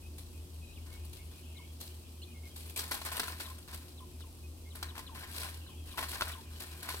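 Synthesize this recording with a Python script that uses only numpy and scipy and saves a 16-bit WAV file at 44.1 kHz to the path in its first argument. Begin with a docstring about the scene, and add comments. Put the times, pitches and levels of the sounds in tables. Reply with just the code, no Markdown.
"""Two quails step and scratch in husks spread on newspaper in a plastic tub, heard from above in a small room.
Throughout, two motors hum and beat under rumble and hiss while far birds peep and twitter (gliding sines).
Light steps crackle from 0.2 s; soft two-part calls (chirp, then low note) come from 1.6 s, mostly after 3.4 s.
Bursts of scratching follow near 2.8-3.5, 4.8-5.4 and 5.9-7 s: random snaps for the husks, and for claws
that reach the paper, knocks that ring the modes of the tub floor."""
import sys
import numpy as np
from scipy import signal
from scipy.fft import rfft, irfft
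from scipy.io import wavfile

SR = 44100
rng = np.random.default_rng(int(sys.argv[2]) if len(sys.argv) > 2 else 0)


def digitize_waveform(pressure):
    """Quantize a signal to 16-bit integers and store it at the path in sys.argv[1].

    Rows of a 2-D input are taken as channels; values are limited to [-1, 1].
    """
    field = np.atleast_2d(pressure).T
    bounded = np.clip(field, -1, 1)
    quanta = np.round(bounded * 32767).astype(np.int16)
    wavfile.write(sys.argv[1], SR, quanta)


N = 308700
TIME_S = np.arange(N) / SR


def amp(db):
    """Decibels to gain."""
    return 10 ** (np.asarray(db) / 20)


def evened(x):
    """Scales to rms 1."""
    return x / np.sqrt(np.mean(x ** 2) + 1e-20)


def read(points, hz):
    """Reads a spectrum on a log-frequency axis."""
    f, value = np.transpose(points)
    return np.interp(np.log(hz + 1), np.log(f + 1), value)


def level_curve(points):
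    """Gain over time from (time [s], level [dB]) points."""
    return amp(np.interp(TIME_S, *np.transpose(points)))


def add(mix, start_s, sound):
    """Mixes a sound in at start_s."""
    part = mix[max(round(start_s * SR), 0):][:len(sound)]
    part += sound[:len(part)]


def wander(hz):
    """Low-passed noise of rms 1, up to about hz changes a second."""
    f = np.fft.rfftfreq(N, 1 / SR)
    lowpass = 1 / (1 + (f / hz) ** 2) ** 2
    return evened(irfft(rfft(rng.standard_normal(N)) * lowpass, N))


def panned(x, left_db):
    """Tips a stereo pair to the left."""
    return x * amp([[left_db / 2], [-left_db / 2]])


def click(colour, size=2048):
    """Minimum-phase click with this spectrum, energy 1."""
    hz = abs(np.fft.fftfreq(size, 1 / SR))
    log_gain = np.log(amp(read(colour, hz)))
    min_phase = np.exp(np.conj(signal.hilbert(log_gain)))
    h = np.fft.ifft(min_phase).real[:size // 2]
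    return h / np.linalg.norm(h)


def echoes(t60_s, size=20000):
    """Sparse reflections, different at each microphone, dying away; energy 1."""
    t = np.arange(size) / SR
    sparse = rng.random((2, size)) < .1
    taps = rng.standard_normal((2, size)) * sparse * (t > .001)
    taps = taps * amp(-60 * t / t60_s)
    return taps / np.linalg.norm(taps, axis=1, keepdims=True)


def enclosure(x, walls_db, walls_t60_s, room_db, room_t60_s, right_lag_samples=6):
    """Direct sound, late at the right microphone, then reflections of the tub walls and the room."""
    h = amp(walls_db) * echoes(walls_t60_s) + amp(room_db) * echoes(room_t60_s)
    h[0, 0] = h[1, right_lag_samples] = 1
    return signal.oaconvolve(x[None], h / np.linalg.norm(h[0]), axes=1)[:, :N]


def whistle(length_s, pitches_hz, waver=0.025, flutter_db=2.0):
    """Near-sine of rms 1 gliding through the pitches, a little unsteady in pitch and strength."""
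    u = np.linspace(0, 1, int(length_s * SR))
    knots = np.linspace(0, 1, 20)
    shake, flutter = (np.interp(u, knots, row) for row in rng.standard_normal((2, 20)))
    hz = np.interp(u, np.linspace(0, 1, len(pitches_hz)), pitches_hz) * (1 + waver * shake)
    tone = np.sin(2 * np.pi * np.cumsum(hz) / SR)
    return evened(tone * amp(flutter_db * flutter) * signal.windows.tukey(len(u), .4))


# rumble density before modes and swell: (frequency [Hz], level [dB per Hz])
RUMBLE = [(25, -96), (39, -100), (52, -77.5), (63, -90), (77, -74), (98, -88.5), (135, -88), (200, -87.5),
          (250, -83.5), (350, -88), (480, -92.5), (1000, -101), (1700, -118)]
# low room resonances: (centre [Hz], boost [dB])
ROOM_MODES = [(161, 9.5), (236, 5), (295, 5.5), (360, 10)]
# left-right likeness of rumble: (frequency [Hz], likeness [-1..1])
LIKENESS = [(70, 0.99), (130, 0.78), (290, 0.92), (640, 0.52), (1400, 0.081)]
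# deep-bass gain: (time [s], level [dB])
SWELL = [(0, 9.5), (1.15, 11), (1.45, 3.5), (4.9, 8), (5.55, 10.5), (6.4, 10), (7, 1.5)]
# hiss density: (frequency [Hz], level [dB per Hz])
HISS = [(300, -112), (1100, -100.5), (1700, -109), (2200, -107), (2800, -102), (3800, -102.7),
        (5200, -101.3), (6800, -104), (8400, -100), (10500, -103), (12500, -103.5), (16000, -108.5)]


def room_air():
    """Fan rumble, coloured by room modes and swelling in the deep bass, under a diffuse hiss."""
    hz = np.fft.rfftfreq(N, 1 / SR)
    # white spectra at 0 dB per Hz
    shared, apart, hiss_l, hiss_r = rfft(rng.standard_normal((4, N))) * np.sqrt(SR / 2)
    same = np.clip(read(LIKENESS, hz), -1, 1)
    modes_db = sum(db / (1 + ((hz - centre_hz) / 7) ** 2) for centre_hz, db in ROOM_MODES)
    pair = np.array([shared, same * shared + np.sqrt(1 - same ** 2) * apart])
    fan = pair * amp(read(RUMBLE, hz) + modes_db)
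    deep = 1 / (1 + (hz / 105) ** 6)
    rumble = irfft(fan * (1 - deep), N) + irfft(fan * deep, N) * level_curve(SWELL)
    hiss = irfft(np.array([hiss_l, hiss_r]) * amp(read(HISS, hz)), N)
    return panned(rumble, left_db=2.5) + hiss


MOTOR_HZ, BEAT_HZ, TOGETHER_S = 79.61, 4.385, 2.634  # faster motor; beat rate; a moment of peak
MOTOR_DB, SLOW_MOTOR_DB = -50, -56  # rms
# mains hum: (frequency [Hz], rms level [dB])
MAINS = [(120, -68)]


def hum():
    """Two motors of nearly equal speed beat over a faint mains hum."""
    slow_phase = np.exp(-2j * np.pi * BEAT_HZ * (TIME_S - TOGETHER_S))
    beat = amp(MOTOR_DB) + amp(SLOW_MOTOR_DB) * slow_phase
    motors = (beat * np.exp(2j * np.pi * (MOTOR_HZ * TIME_S + rng.random()))).real
    mains = sum(amp(db) * np.sin(2 * np.pi * (hz * TIME_S + rng.random())) for hz, db in MAINS)
    return np.sqrt(2) * (motors + mains)


# quick chirps: (time [s], length [s], start [Hz], end [Hz], level [dB])
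CHIRPS = [(0.721, .026, 2550, 4000, -64), (0.756, 0.037, 3810, 2270, -61), (2.214, .031, 2900, 4250, -55),
          (2.217, 0.029, 4200, 4150, -56), (2.67, 0.074, 3120, 2410, -67)]
# near-level peeps: (time [s], length [s], pitch [Hz], level [dB])
PEEPS = [(0.021, 0.054, 2593, -63), (0.328, .08, 2540, -69), (0.611, .045, 2570, -64),
         (0.661, 0.072, 2520, -66), (0.615, 0.16, 3950, -72), (0.792, 0.083, 3020, -72),
         (0.908, 0.078, 2230, -65), (1.0, 0.058, 2550, -71), (1.18, 0.056, 2200, -67),
         (1.421, 0.036, 3130, -65), (1.45, 0.054, 2580, -68), (1.539, 0.14, 2185, -65),
         (1.896, 0.081, 3140, -72), (2.26, 0.081, 2444, -66), (2.336, 0.058, 2140, -67),
         (2.426, 0.054, 2200, -63), (2.497, 0.047, 3140, -66), (4.43, 0.043, 2520, -66),
         (4.648, .05, 2125, -67), (5.6, 0.063, 2670, -66), (5.592, .07, 3120, -68),
         (5.696, 0.054, 2445, -69), (5.849, 0.044, 2660, -70.5), (6.452, 0.027, 2680, -69)]
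# flock twitter: (time [s], level [dB])
FLOCK = [(0, -75.5), (1.5, -66), (4.1, -72.5), (4.4, -76.5), (5.6, -64)]


def far_birds(count=420):
    """Short falling notes of a flock, mostly by way of the room; peeps and nearer chirps stand out."""
    near, peeps, flock = np.zeros((3, N))
    u = np.linspace(0, 1, 20)
    for s, length_s, start_hz, end_hz, db in CHIRPS:
        bend = u ** 3 if end_hz > start_hz else 1 - (1 - u) ** 2  # lingers at the low end
        add(near, s, amp(db) * whistle(length_s, start_hz + (end_hz - start_hz) * bend))
    for s, length_s, hz, db in PEEPS:
        add(peeps, s, amp(db) * whistle(length_s, [hz, hz], waver=0.036))
    for when, pitch, length, size in rng.random((count, 4)):
        fall_hz = 2500 * 1.38 ** pitch * np.array([1, 1, .88])
        note = whistle(.02 + .03 * length, fall_hz)
        add(flock, when * N / SR, amp(5 * size - pitch) * note)
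    flock = evened(flock) * level_curve(FLOCK)
    heard = enclosure(near, walls_db=-8, walls_t60_s=.03, room_db=-7, room_t60_s=.25, right_lag_samples=3)
    heard += enclosure(peeps, walls_db=-2, walls_t60_s=.05, room_db=-1, room_t60_s=.3, right_lag_samples=3)
    heard += enclosure(flock, walls_db=0, walls_t60_s=.08, room_db=8, room_t60_s=.35, right_lag_samples=2)
    return panned(heard, left_db=0.5)


# contact calls: (time [s], chirp level [dB], low note level [dB], low note delay [s], low note pitch [Hz])
CONTACT_CALLS = [(1.563, -59, -67.5, 0.034, 970), (3.444, -54.5, -56, 0.05, 1047),
                 (3.974, -59.5, -56, 0.043, 1010), (4.208, -57, -65, 0.05, 900),
                 (4.702, -62, -81, .042, 900), (4.883, -55.5, -63, 0.053, 920),
                 (5.062, -53, -55.5, 0.052, 900), (5.661, -60.5, -61, 0.05, 854),
                 (5.91, -56.5, -54, 0.054, 900), (6.321, -51, -54.5, .054, 910)]


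def quail_calls():
    """A quick shaky falling chirp; the voice then breaks downward and settles on a low note."""
    chirp_s, break_after_s, break_s, note_s = 0.027, .028, 0.019, 0.033
    chirp_hz = np.array([4120, 3900, 3400, 2700])
    note_bend = np.array([1, 1.01, 1, .99, .92])
    voice = np.zeros(N)
    for s, chirp_db, note_db, note_after_s, note_hz in CONTACT_CALLS:
        stretch, pitch = 1 + rng.uniform(-1, 1, 2) * [.18, .035]
        chirp = whistle(chirp_s * stretch, pitch * chirp_hz, waver=.035)
        voice_break = whistle(break_s, [1180, 1020, 940], waver=.02)
        note = whistle(note_s, note_hz * note_bend, waver=.008)
        add(voice, s, amp(chirp_db) * chirp)
        add(voice, s + break_after_s, amp((chirp_db + note_db) / 2 - 1) * voice_break)
        add(voice, s + note_after_s, amp(note_db) * note)
    heard = enclosure(voice, walls_db=-6, walls_t60_s=0.025, room_db=-9, room_t60_s=0.24, right_lag_samples=4)
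    return panned(heard, left_db=5)


def grains(per_s, spread_db):
    """Random tiny snaps of uneven size, rms 1."""
    size = amp(spread_db * np.minimum(rng.exponential(1, N), 4))
    return evened(size * rng.choice([-1, 1], N) * (rng.random(N) < per_s / SR))


def crunch(decay_s, rest_db, swell, size=900):
    """A first snap sets off a quick run of smaller ones, building up by swell; rms 1 over 5 ms."""
    age = np.arange(size) / SR / decay_s
    sparse = rng.random(size) < .2
    run = rng.standard_normal(size) * sparse * age ** swell * np.exp(-age)
    run = amp(rest_db) * run / np.linalg.norm(run)
    run[0] = 1
    return run / np.linalg.norm(run) * np.sqrt(.005 * SR)


def scattered(snaps, count, clump_db, clump_hz):
    """Deals snaps out to several spots; each spot gives way in clumps of its own."""
    spot = rng.integers(0, count, N)
    clumps = [evened(amp(clump_db * wander(clump_hz))) for _ in range(count)]
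    return np.array([snaps * (spot == k) * clump for k, clump in enumerate(clumps)])


PRESS_S, RELEASE_S = 0.0024, 0.039
TRICKLE_S, TRICKLE_DB = 0.098, -4.5  # a few husks trickle on after the foot stops
# steps and scratches: (time [s], push length [s], husk level [dB], paper level [dB])
SCUFFS = [(0.176, 0.026, -54, -89), (0.859, 0.092, -59, -63), (1.03, 0.024, -57, -78),
          (1.128, 0.045, -55.5, -70), (1.31, 0.075, -59.5, -69), (1.801, 0.032, -47.5, -65),
          (2.45, 0.022, -55.5, -76), (2.558, 0.051, -49, -65.5), (2.65, .05, -51.5, -68),
          (2.762, 0.035, -37, -48.5), (2.83, 0.043, -52, -54.5), (2.91, 0.017, -37, -43),
          (3.049, 0.021, -41, -43.5), (3.116, 0.097, -43.5, -45.5), (3.223, 0.094, -45, -49),
          (3.397, 0.017, -42, -46.5), (3.676, 0.0048, -48, -53), (3.725, 0.01, -48, -54.5),
          (3.88, 0.026, -58.5, -87), (4.749, 0.0097, -49.5, -52.5), (4.834, 0.03, -62, -51),
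          (4.952, 0.039, -54.5, -51.5), (5.145, 0.085, -49.5, -49.5), (5.27, 0.092, -49, -56.5),
          (5.341, 0.11, -46.5, -52.5), (5.418, 0.064, -49, -50), (5.855, 0.2, -53, -62),
          (5.973, 0.046, -40.5, -42), (6.082, 0.047, -42.5, -60), (6.124, 0.036, -44, -46.5),
          (6.198, 0.098, -46.5, -46.5), (6.501, 0.11, -56, -65), (6.597, 0.022, -44.5, -50),
          (6.66, 0.2, -54, -61), (6.823, 0.051, -47, -49.5), (6.883, 0.036, -43, -45.5),
          (6.945, 0.06, -49.5, -67)]


def stirring(levels_db, rest_db):
    """Foot effort: each scuff presses in, holds and settles, over bedding that never quite rests."""
    power = np.full(N, amp(rest_db) ** 2)
    t = np.arange(SR // 2) / SR
    for (s, length_s, _, _), db in zip(SCUFFS, levels_db):
        after_s = np.maximum(t - length_s, 0)
        trickle = amp(TRICKLE_DB) * np.exp(-after_s / TRICKLE_S)
        settle = np.maximum(np.exp(-after_s / RELEASE_S), trickle)
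        press = np.minimum(t / PRESS_S, 1)
        add(power, s, (amp(db) * press * settle) ** 2)
    return np.sqrt(power)


# husk snap colour: (frequency [Hz], relative level [dB])
HUSK = [(100, -38.5), (250, -4.5), (420, 1.5), (750, -5.5), (1500, -10.5), (2400, -4.5), (4300, 0),
        (5500, -3), (6800, -5.5), (8300, -0.3), (10000, -2), (12500, -1.5), (16000, -8.5)]
# pecks, claw strikes, footfalls: (time [s], husk level [dB], tub floor level [dB], favoured pitch [Hz])
STRIKES = [(0.182, -45, -78, 1400), (1.131, -47, -78, 1400), (1.811, -39.5, -85, 1400),
           (2.761, -33.5, -60, 1400), (2.7729, -36, -53, 503), (2.792, -31, -59, 1400),
           (2.911, -32.5, -45, 1390), (2.917, -33.5, -34, 1180), (2.942, -37, -48, 1100),
           (3.016, -42, -41, 1120), (3.117, -37.5, -46, 1200), (3.1217, -40, -41, 1100),
           (3.167, -33.5, -51, 1400), (3.1963, -28, -32, 1410), (3.2005, -43, -34, 1500),
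           (3.233, -44, -37.5, 1150), (3.281, -51, -36.5, 1300), (3.4034, -41.5, -42, 1300),
           (3.5, -45, -58, 1400), (3.585, -47.5, -60, 1400), (3.744, -40.5, -48, 1400),
           (4.2061, -51, -56, 1500), (4.754, -44, -68, 1400), (4.8276, -34.5, -36.5, 1140),
           (4.9536, -53, -50, 1400), (4.979, -42, -41.5, 900), (4.992, -43, -42.5, 1090),
           (5.433, -40.5, -41.5, 1610), (5.444, -42, -48, 1000), (5.981, -46, -34, 1380),
           (5.99, -37.5, -33, 855), (6.028, -56, -35.5, 990), (6.1325, -44, -49, 1500),
           (6.2097, -36, -28.5, 1490), (6.2205, -54, -26.5, 1240), (6.316, -46, -49, 1400),
           (6.604, -42, -56, 1500), (6.829, -49, -55, 1400), (6.889, -39, -35.5, 1650),
           (6.943, -46, -39, 480)]


def husks(count=8):
    """Dry husks snap in clumps under the feet, at several spots in the tub."""
    unlike_db = 3.5
    stir = stirring([husk_db for _, _, husk_db, _ in SCUFFS], rest_db=-64.5)
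    spots = scattered(stir * grains(per_s=1500, spread_db=3.3), count, clump_db=3.2, clump_hz=50)
    for k, (s, husk_db, _, _) in enumerate(STRIKES):
        add(spots[k % count], s, amp(husk_db) * crunch(decay_s=.0022, rest_db=8, swell=.6))
    heard = 0
    for k, x in enumerate(spots):
        # each spot has its own colour
        own = [(hz, db + unlike_db * rng.standard_normal()) for hz, db in HUSK]
        dry = signal.oaconvolve(x, click(own))[:N]
        heard += enclosure(dry, walls_db=2.5, walls_t60_s=.016, room_db=-2, room_t60_s=.21,
                           right_lag_samples=4 + k // 2)
    return panned(heard, left_db=2.5)


# paper snap colour: (frequency [Hz], relative level [dB])
PAPER = [(100, -11), (250, -33), (400, -11), (520, -9.5), (640, -3), (800, -7), (1050, 6.5), (1350, -4),
         (1650, 6.5), (2100, -0.5), (3000, -1), (6000, -8), (16000, -91)]
# tub modes before focus and detune: (frequency [Hz], relative level [dB], t60 [s])
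TUB = [(480, 13, 0.017), (900, 0.5, 0.044), (1069, 12.5, 0.037), (1384, 16, 0.033), (1500, 16, 0.026),
       (1590, 13, 0.05), (1775, 5, 0.097), (2190, 26, 0.022)]
FOCUS_DB_PER_OCTAVE, RING_DB = 33.5, -0.5  # fall-off away from the favoured pitch; ring re paper snap


def floor_knock(focus_hz, snap):
    """Paper snaps and the tub modes near focus_hz ring most, slightly detuned each time; energy 1."""
    t = np.arange(SR // 5) / SR
    detune = 1 + .02 * rng.standard_normal()
    ring = np.zeros(len(t))
    for hz, db, t60_s in TUB:
        focus_db = -FOCUS_DB_PER_OCTAVE * abs(np.log2(hz / focus_hz))
        ring += amp(db + focus_db - 60 * t / t60_s) * np.sin(2 * np.pi * hz * detune * t)
    body = amp(RING_DB) * ring / np.linalg.norm(ring)
    paper = np.convolve(snap, click(PAPER))
    add(body, 0, paper / np.linalg.norm(paper))
    return body / np.linalg.norm(body)


# one scrape place each: favoured pitch [Hz]
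SCRAPE_HZ = [900, 1300, 1500, 1760]


def tub_floor():
    """Claws scrape and knock the paper; the plastic under it rings briefly, differently at each place."""
    stir = stirring([paper_db for _, _, _, paper_db in SCUFFS], rest_db=-87)
    snaps = stir * grains(per_s=1200, spread_db=2)
    spots = scattered(snaps, len(SCRAPE_HZ), clump_db=3.5, clump_hz=50)
    heard = 0
    for x, hz in zip(spots, SCRAPE_HZ):
        scrape = signal.oaconvolve(x, floor_knock(hz, np.ones(1)))[:N]
        heard += enclosure(scrape, walls_db=-6, walls_t60_s=.03, room_db=-8, room_t60_s=.27)
    knocks = np.zeros(N)
    for s, _, knock_db, hz in STRIKES:
        snap = crunch(decay_s=.0028, rest_db=7, swell=0)
        add(knocks, s, amp(knock_db) * np.linalg.norm(snap) * floor_knock(hz, snap))
    heard += enclosure(knocks, walls_db=-9, walls_t60_s=.03, room_db=-10, room_t60_s=.27)
    return panned(heard, left_db=2.0)


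def scene():
    """Birds and bedding in the humming room."""
    return room_air() + hum() + far_birds() + quail_calls() + husks() + tub_floor()


EDGE_HZ = 15950


def record(dry):
    """Linear-phase low-pass at EDGE_HZ."""
    lowpass = signal.firwin(511, EDGE_HZ, window=("kaiser", 9), fs=SR)
    return signal.oaconvolve(dry, lowpass[None], "same")


dry = scene()
out = record(dry)
digitize_waveform(out)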